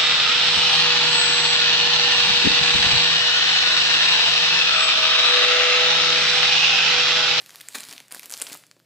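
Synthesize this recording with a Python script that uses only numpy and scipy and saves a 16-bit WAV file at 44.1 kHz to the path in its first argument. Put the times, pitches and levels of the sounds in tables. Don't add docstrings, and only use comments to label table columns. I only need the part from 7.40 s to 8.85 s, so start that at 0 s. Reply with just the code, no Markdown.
import sys
import numpy as np
from scipy import signal
from scipy.fft import rfft, irfft
from scipy.io import wavfile

SR = 44100
rng = np.random.default_rng(int(sys.argv[2]) if len(sys.argv) > 2 else 0)


def output_pcm(signal):
    pcm = np.clip(np.atleast_2d(signal).T, -1, 1) * 32767
    wavfile.write(sys.argv[1], SR, np.round(pcm).astype(np.int16))


N = 63945

# [f/Hz, relative level/dB]
AIR_SPECTRUM = [(25, -11), (80, -18), (110, -10), (145, 9), (190, 2.5), (350, -3), (600, -2.5),
                (1200, -22.5), (5000, -18), (15000, -22)]
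AIR_DB, HUM_HZ, HUM_DB = -67, 119.5, -73.5

# [f/Hz, decay time by 60 dB t/s, relative level/dB]
ROOM_RING = [(202, 0.47, 7), (820, 0.38, 0.), (2520, 0.57, -2), (6040, 0.45, -0.5), (14000, 0.28, 4)]
ROOM_GAP_S = 0.0034
SNAP_WET_DB, CRACKLE_WET_DB, FOLD_WET_DB = -11, -5.5, -2
WALL_ECHO_S, WALL_ECHO_DB = 0.0072, -21

# [t/s, level/dB]
SLIDE_LEVEL = [(0, -55), (.05, -56.5), (.15, -54), (.27, -55), (.32, -55), (.45, -52.5), (.6, -59),
               (.7, -72.5)]
# [f/Hz, relative level/dB]
SWISH_SPECTRUM = [(200, -15), (1000, -7), (1900, -2), (3300, -1.5), (4600, 0), (6000, -6), (9000, -6.5),
                  (15000, -11)]

# [t/s, fine crackle level/dB, low rustle level/dB]
SQUEEZE_LEVELS = [(0, -53, -53), (0.038, -60.5, -66.5), (.14, -55.5, -59.5), (.26, -61, -62.5),
                  (.335, -47.5, -61.5), (.375, -47.5, -59.5), (.46, -48.5, -68), (0.519, -41.5, -48.5),
                  (.57, -60.5, -63), (0.692, -70, -63), (0.721, -44.5, -47), (.765, -43.5, -55),
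                  (.81, -53.5, -71), (.84, -44.5, -52), (.89, -62, -60), (.925, -42, -47),
                  (.96, -48.5, -60), (1.012, -41.5, -46), (1.05, -51, -51.5), (1.07, -43, -53),
                  (1.09, -45.5, -49.5), (1.141, -42.5, -49.5), (1.175, -58, -63), (1.22, -64, -87),
                  (1.45, -99, -81)]
# [f/Hz, relative level/dB]
FILM_SPECTRUM = [(300, -22), (1000, -4.5), (1900, -3.5), (3000, -1.5), (4800, 3.5), (5800, -2.5),
                 (8000, 0.5), (11000, -1.5), (15000, -10)]
# [f/Hz, relative level/dB]
SHEET_SPECTRUM = [(70, -38), (160, -9), (300, -2.5), (700, 0.5), (1050, -3.5), (1900, -1), (2600, -0.5),
                  (4000, -11.5), (9000, -23.5)]
CRACKLES_PER_S, CRACKLE_SPREAD_DB, CRACKLE_RING_S = 650, 4.5, 0.00066
RUSTLES_PER_S, RUSTLE_SPREAD_DB, RUSTLE_RING_S = 700, 4.5, 0.00088

# [f/Hz, relative level/dB]
FOLD_SPECTRUM = [(80, -36), (180, -8), (700, -3), (1150, 1.5), (1500, -0.5), (1900, 4.5), (3000, -6),
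                 (3800, 2), (5700, -6.5), (9000, -3), (15000, -12)]
FOLD_S, FOLD_DB = 0.3435, -31.5
FOLD_ATTACK_S, FOLD_HOLD_S, FOLD_DECAY_S = 0.0051, 0.0084, 0.0054

# [t/s, f/Hz, level/dB]
PANEL_FLAPS = [(.013, 580, -28.5), (.148, 1380, -23.5), (.486, 188, -25.5), (.604, 299, -30),
               (.764, 557, -22), (.943, 617, -21), (1.022, 447, -18), (1.116, 360, -21.5),
               (1.151, 955, -18.5), (1.366, 380, -32)]
FLAP_RING_S, FLAP_Q, FLAP_FLUTTER = 0.0031, 1.24, 0.21

# [t/s, crack level/dB, crack f/Hz, knock level/dB, knock f/Hz], levels before the trims
CREASE_SNAPS = [(0.0619, -29, 10100, -23, 3400), (0.094, -25, 6000, -24, 2000),
                (0.106, -24, 6000, -25.5, 2800), (0.1578, -20.5, 11500, -20, 3800),
                (0.201, -30, 5370, -26, 2200), (0.2087, -21.5, 8050, -20.5, 2000),
                (0.2125, -18, 10400, -18.5, 3200), (0.2863, -9.5, 7900, -18, 2000),
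                (0.3546, -14.5, 9700, -9.5, 1600), (0.3855, -18, 7460, -18, 2800),
                (0.4056, -12, 8100, -16, 2200), (0.4336, -27, 6060, -19, 3000),
                (0.4389, -28, 11700, -18, 3400), (0.4941, -38, 6240, -19, 4400),
                (0.512, -33, 9500, -18, 3600), (0.5267, -17.5, 6300, -20, 2600),
                (0.5644, -34, 11400, -24.5, 2600), (0.5799, -19, 4500, -20.5, 2600),
                (0.6029, -22.5, 6230, -20, 2200), (0.6824, -28.5, 7700, -33, 2000),
                (0.7094, -30, 9900, -31, 2400), (0.7155, -27, 8500, -22.5, 2000),
                (0.7233, -10, 10600, -21, 3000), (0.7474, -12, 8900, -16.5, 1600),
                (0.7953, -15, 11500, -16.5, 2800), (0.8313, -22.5, 5040, -24, 2000),
                (0.8579, -15.5, 11700, -23.5, 4400), (0.8627, -27, 7200, -30, 2200),
                (0.8972, -16.5, 8200, -36, 2000), (0.9045, -15, 8250, -21.5, 1400),
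                (0.913, -12, 8840, -35, 1600), (0.9235, -9.5, 7900, -35, 1600),
                (0.933, -20, 6430, -25, 3000), (0.9387, -10.5, 6750, -11, 4270),
                (0.9435, -22, 9000, -23, 2500), (0.9693, -22, 7800, -21, 4000),
                (0.9762, -14.5, 8100, -42, 2200), (1, -15, 7800, -26, 2000),
                (1.0169, -4.5, 7900, -10.5, 2800), (1.0212, -1.5, 8000, -18, 1400),
                (1.0238, -30, 9600, -15.5, 4400), (1.0397, -18, 7800, -35, 2400),
                (1.0678, -29, 5000, -15, 2600), (1.072, -19, 4730, -23, 1600),
                (1.1307, -15, 8600, -20, 3800), (1.1401, -18.5, 6440, -24, 1400),
                (1.1454, -16, 12300, -31, 1400), (1.1735, -22, 10600, -37, 1400),
                (1.2378, -39, 4700, -27.5, 1700), (1.2667, -31, 7800, -46, 4000),
                (1.3133, -28, 4050, -25.5, 2700), (1.3948, -42, 12300, -44, 4200),
                (1.4002, -45, 4500, -37, 1650)]
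CRACK_RING_S, CRACK_Q, CRACK_FLUTTER, CRACK_TRIM_DB = 0.00068, 2.85, 0.38, 0.5
KNOCK_RING_S, KNOCK_Q, KNOCK_FLUTTER, KNOCK_TRIM_DB = 0.00074, 1.57, 0.21, 1

LOW_CUT_HZ, TOP_HZ = 94, 15300


def undb(db):
    return 10 ** (np.asarray(db) / 20)


def unit(x):
    return x / np.sqrt(np.sum(x ** 2) + 1e-18)


def over_hz(hz, points, values):
    return np.interp(np.log(hz + 1), np.log(points), values)


def follow(t, table):
    times, levels_db = np.array(table).T
    return undb(np.interp(t, times, levels_db))


def colour(x, spectrum, size=2048):
    points, levels_db = np.array(spectrum).T
    gain = undb(over_hz(np.fft.rfftfreq(size, 1 / SR), points, levels_db))
    cepstrum = irfft(np.log(gain))
    cepstrum[1:size // 2] *= 2
    cepstrum[size // 2 + 1:] = 0
    impulse = unit(irfft(np.exp(rfft(cepstrum))))
    return signal.fftconvolve(x, impulse)[:len(x)]


def resonate(x, hz, q):
    hz = min(hz, SR / 2 - 1)
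    b, a = signal.iirpeak(hz, max(q, 1), fs=SR)
    return signal.lfilter(b, a, x)


def add(out, start, sound):
    i = int(np.clip(start * SR, 0, N - 1))
    out[i:i + len(sound)] += sound[:N - i]


def buckle(ring_s, flutter, size=1024):
    push = flutter * rng.standard_normal(size) * np.exp(-np.arange(size) / SR / ring_s)
    push[0] = 1
    return push


def grains(per_s, spread_db, ring_s, count=6000, size=128):
    starts = np.cumsum(rng.exponential(1, count)) / per_s
    strengths = undb(spread_db * np.minimum(rng.exponential(1, count), 3))
    shapes = rng.standard_normal((count, size)) * np.exp(-np.arange(size) / SR / ring_s)
    out = np.zeros(N)
    for start, strength, shape in zip(starts[starts < N / SR], strengths, shapes):
        add(out, start, strength * shape)
    return unit(out) * np.sqrt(N)


def room_tone(t):
    air = undb(AIR_DB) * colour(rng.standard_normal(N), AIR_SPECTRUM)
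    hum = undb(HUM_DB) * np.sqrt(2) * np.sin(2 * np.pi * HUM_HZ * t)
    return air + hum


def room(x, count=10):
    t, hz = np.arange(N) / SR, np.fft.rfftfreq(N, 1 / SR)
    points, t60s, levels_db = np.array(ROOM_RING).T
    noise = rfft(rng.standard_normal(N))
    tail = np.zeros(N)
    for centre in SR / 2 / 2 ** (np.arange(count) + 0.5):
        in_band = abs(np.log2((hz + 1) / centre)) < 0.5
        band = irfft(noise * in_band, N)
        decay = np.exp(-np.log(1000) * t / over_hz(centre, points, t60s))
        tail += undb(over_hz(centre, points, levels_db)) * band * decay
    return signal.fftconvolve(x, unit(tail * (t > ROOM_GAP_S)))[:N]


def slide(t):
    return follow(t, SLIDE_LEVEL) * colour(rng.standard_normal(N), SWISH_SPECTRUM)


def crackle(t):
    squeeze = np.array(SQUEEZE_LEVELS)
    fine = grains(CRACKLES_PER_S, CRACKLE_SPREAD_DB, CRACKLE_RING_S) * follow(t, squeeze[:, [0, 1]])
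    low = grains(RUSTLES_PER_S, RUSTLE_SPREAD_DB, RUSTLE_RING_S) * follow(t, squeeze[:, [0, 2]])
    return colour(fine, FILM_SPECTRUM) + colour(low, SHEET_SPECTRUM)


def fold(t):
    age = t - FOLD_S
    attack = np.clip(age / FOLD_ATTACK_S, 0, 1)
    decay = np.exp(-np.maximum(age - FOLD_ATTACK_S - FOLD_HOLD_S, 0) / FOLD_DECAY_S)
    avalanche = attack * decay * grains(per_s=3500, spread_db=3.5, ring_s=0.00072)
    return undb(FOLD_DB) * colour(avalanche, FOLD_SPECTRUM)


def flaps():
    out = np.zeros(N)
    for start, hz, db in PANEL_FLAPS:
        pop = unit(resonate(buckle(FLAP_RING_S, FLAP_FLUTTER), hz, FLAP_Q))
        add(out, start, undb(db) * pop)
    return out


def snaps():
    out = np.zeros(N)
    for start, crack_db, crack_hz, knock_db, knock_hz in CREASE_SNAPS:
        crack = unit(resonate(buckle(CRACK_RING_S, CRACK_FLUTTER), crack_hz, CRACK_Q))
        knock = unit(resonate(buckle(KNOCK_RING_S, KNOCK_FLUTTER), knock_hz, KNOCK_Q))
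        snap = undb(crack_db + CRACK_TRIM_DB) * crack + undb(knock_db + KNOCK_TRIM_DB) * knock
        add(out, start, rng.choice([-1, 1]) * snap)
    return out


def scene():
    t = np.arange(N) / SR
    fine = slide(t) + crackle(t)
    collapse = fold(t)
    sharp = flaps() + snaps()
    direct = sharp + fine + collapse
    send = undb(SNAP_WET_DB) * sharp + undb(CRACKLE_WET_DB) * fine + undb(FOLD_WET_DB) * collapse
    echo = room(send)
    add(echo, WALL_ECHO_S, undb(WALL_ECHO_DB) * direct)
    return np.tile(direct + echo + room_tone(t), (2, 1))


def record(dry):
    low_cut = signal.butter(2, LOW_CUT_HZ, "high", fs=SR, output="sos")
    top_cut = signal.ellip(8, 0.2, 70, TOP_HZ, fs=SR, output="sos")
    return signal.sosfilt(top_cut, signal.sosfilt(low_cut, dry))


dry = scene()
out = record(dry)
output_pcm(out)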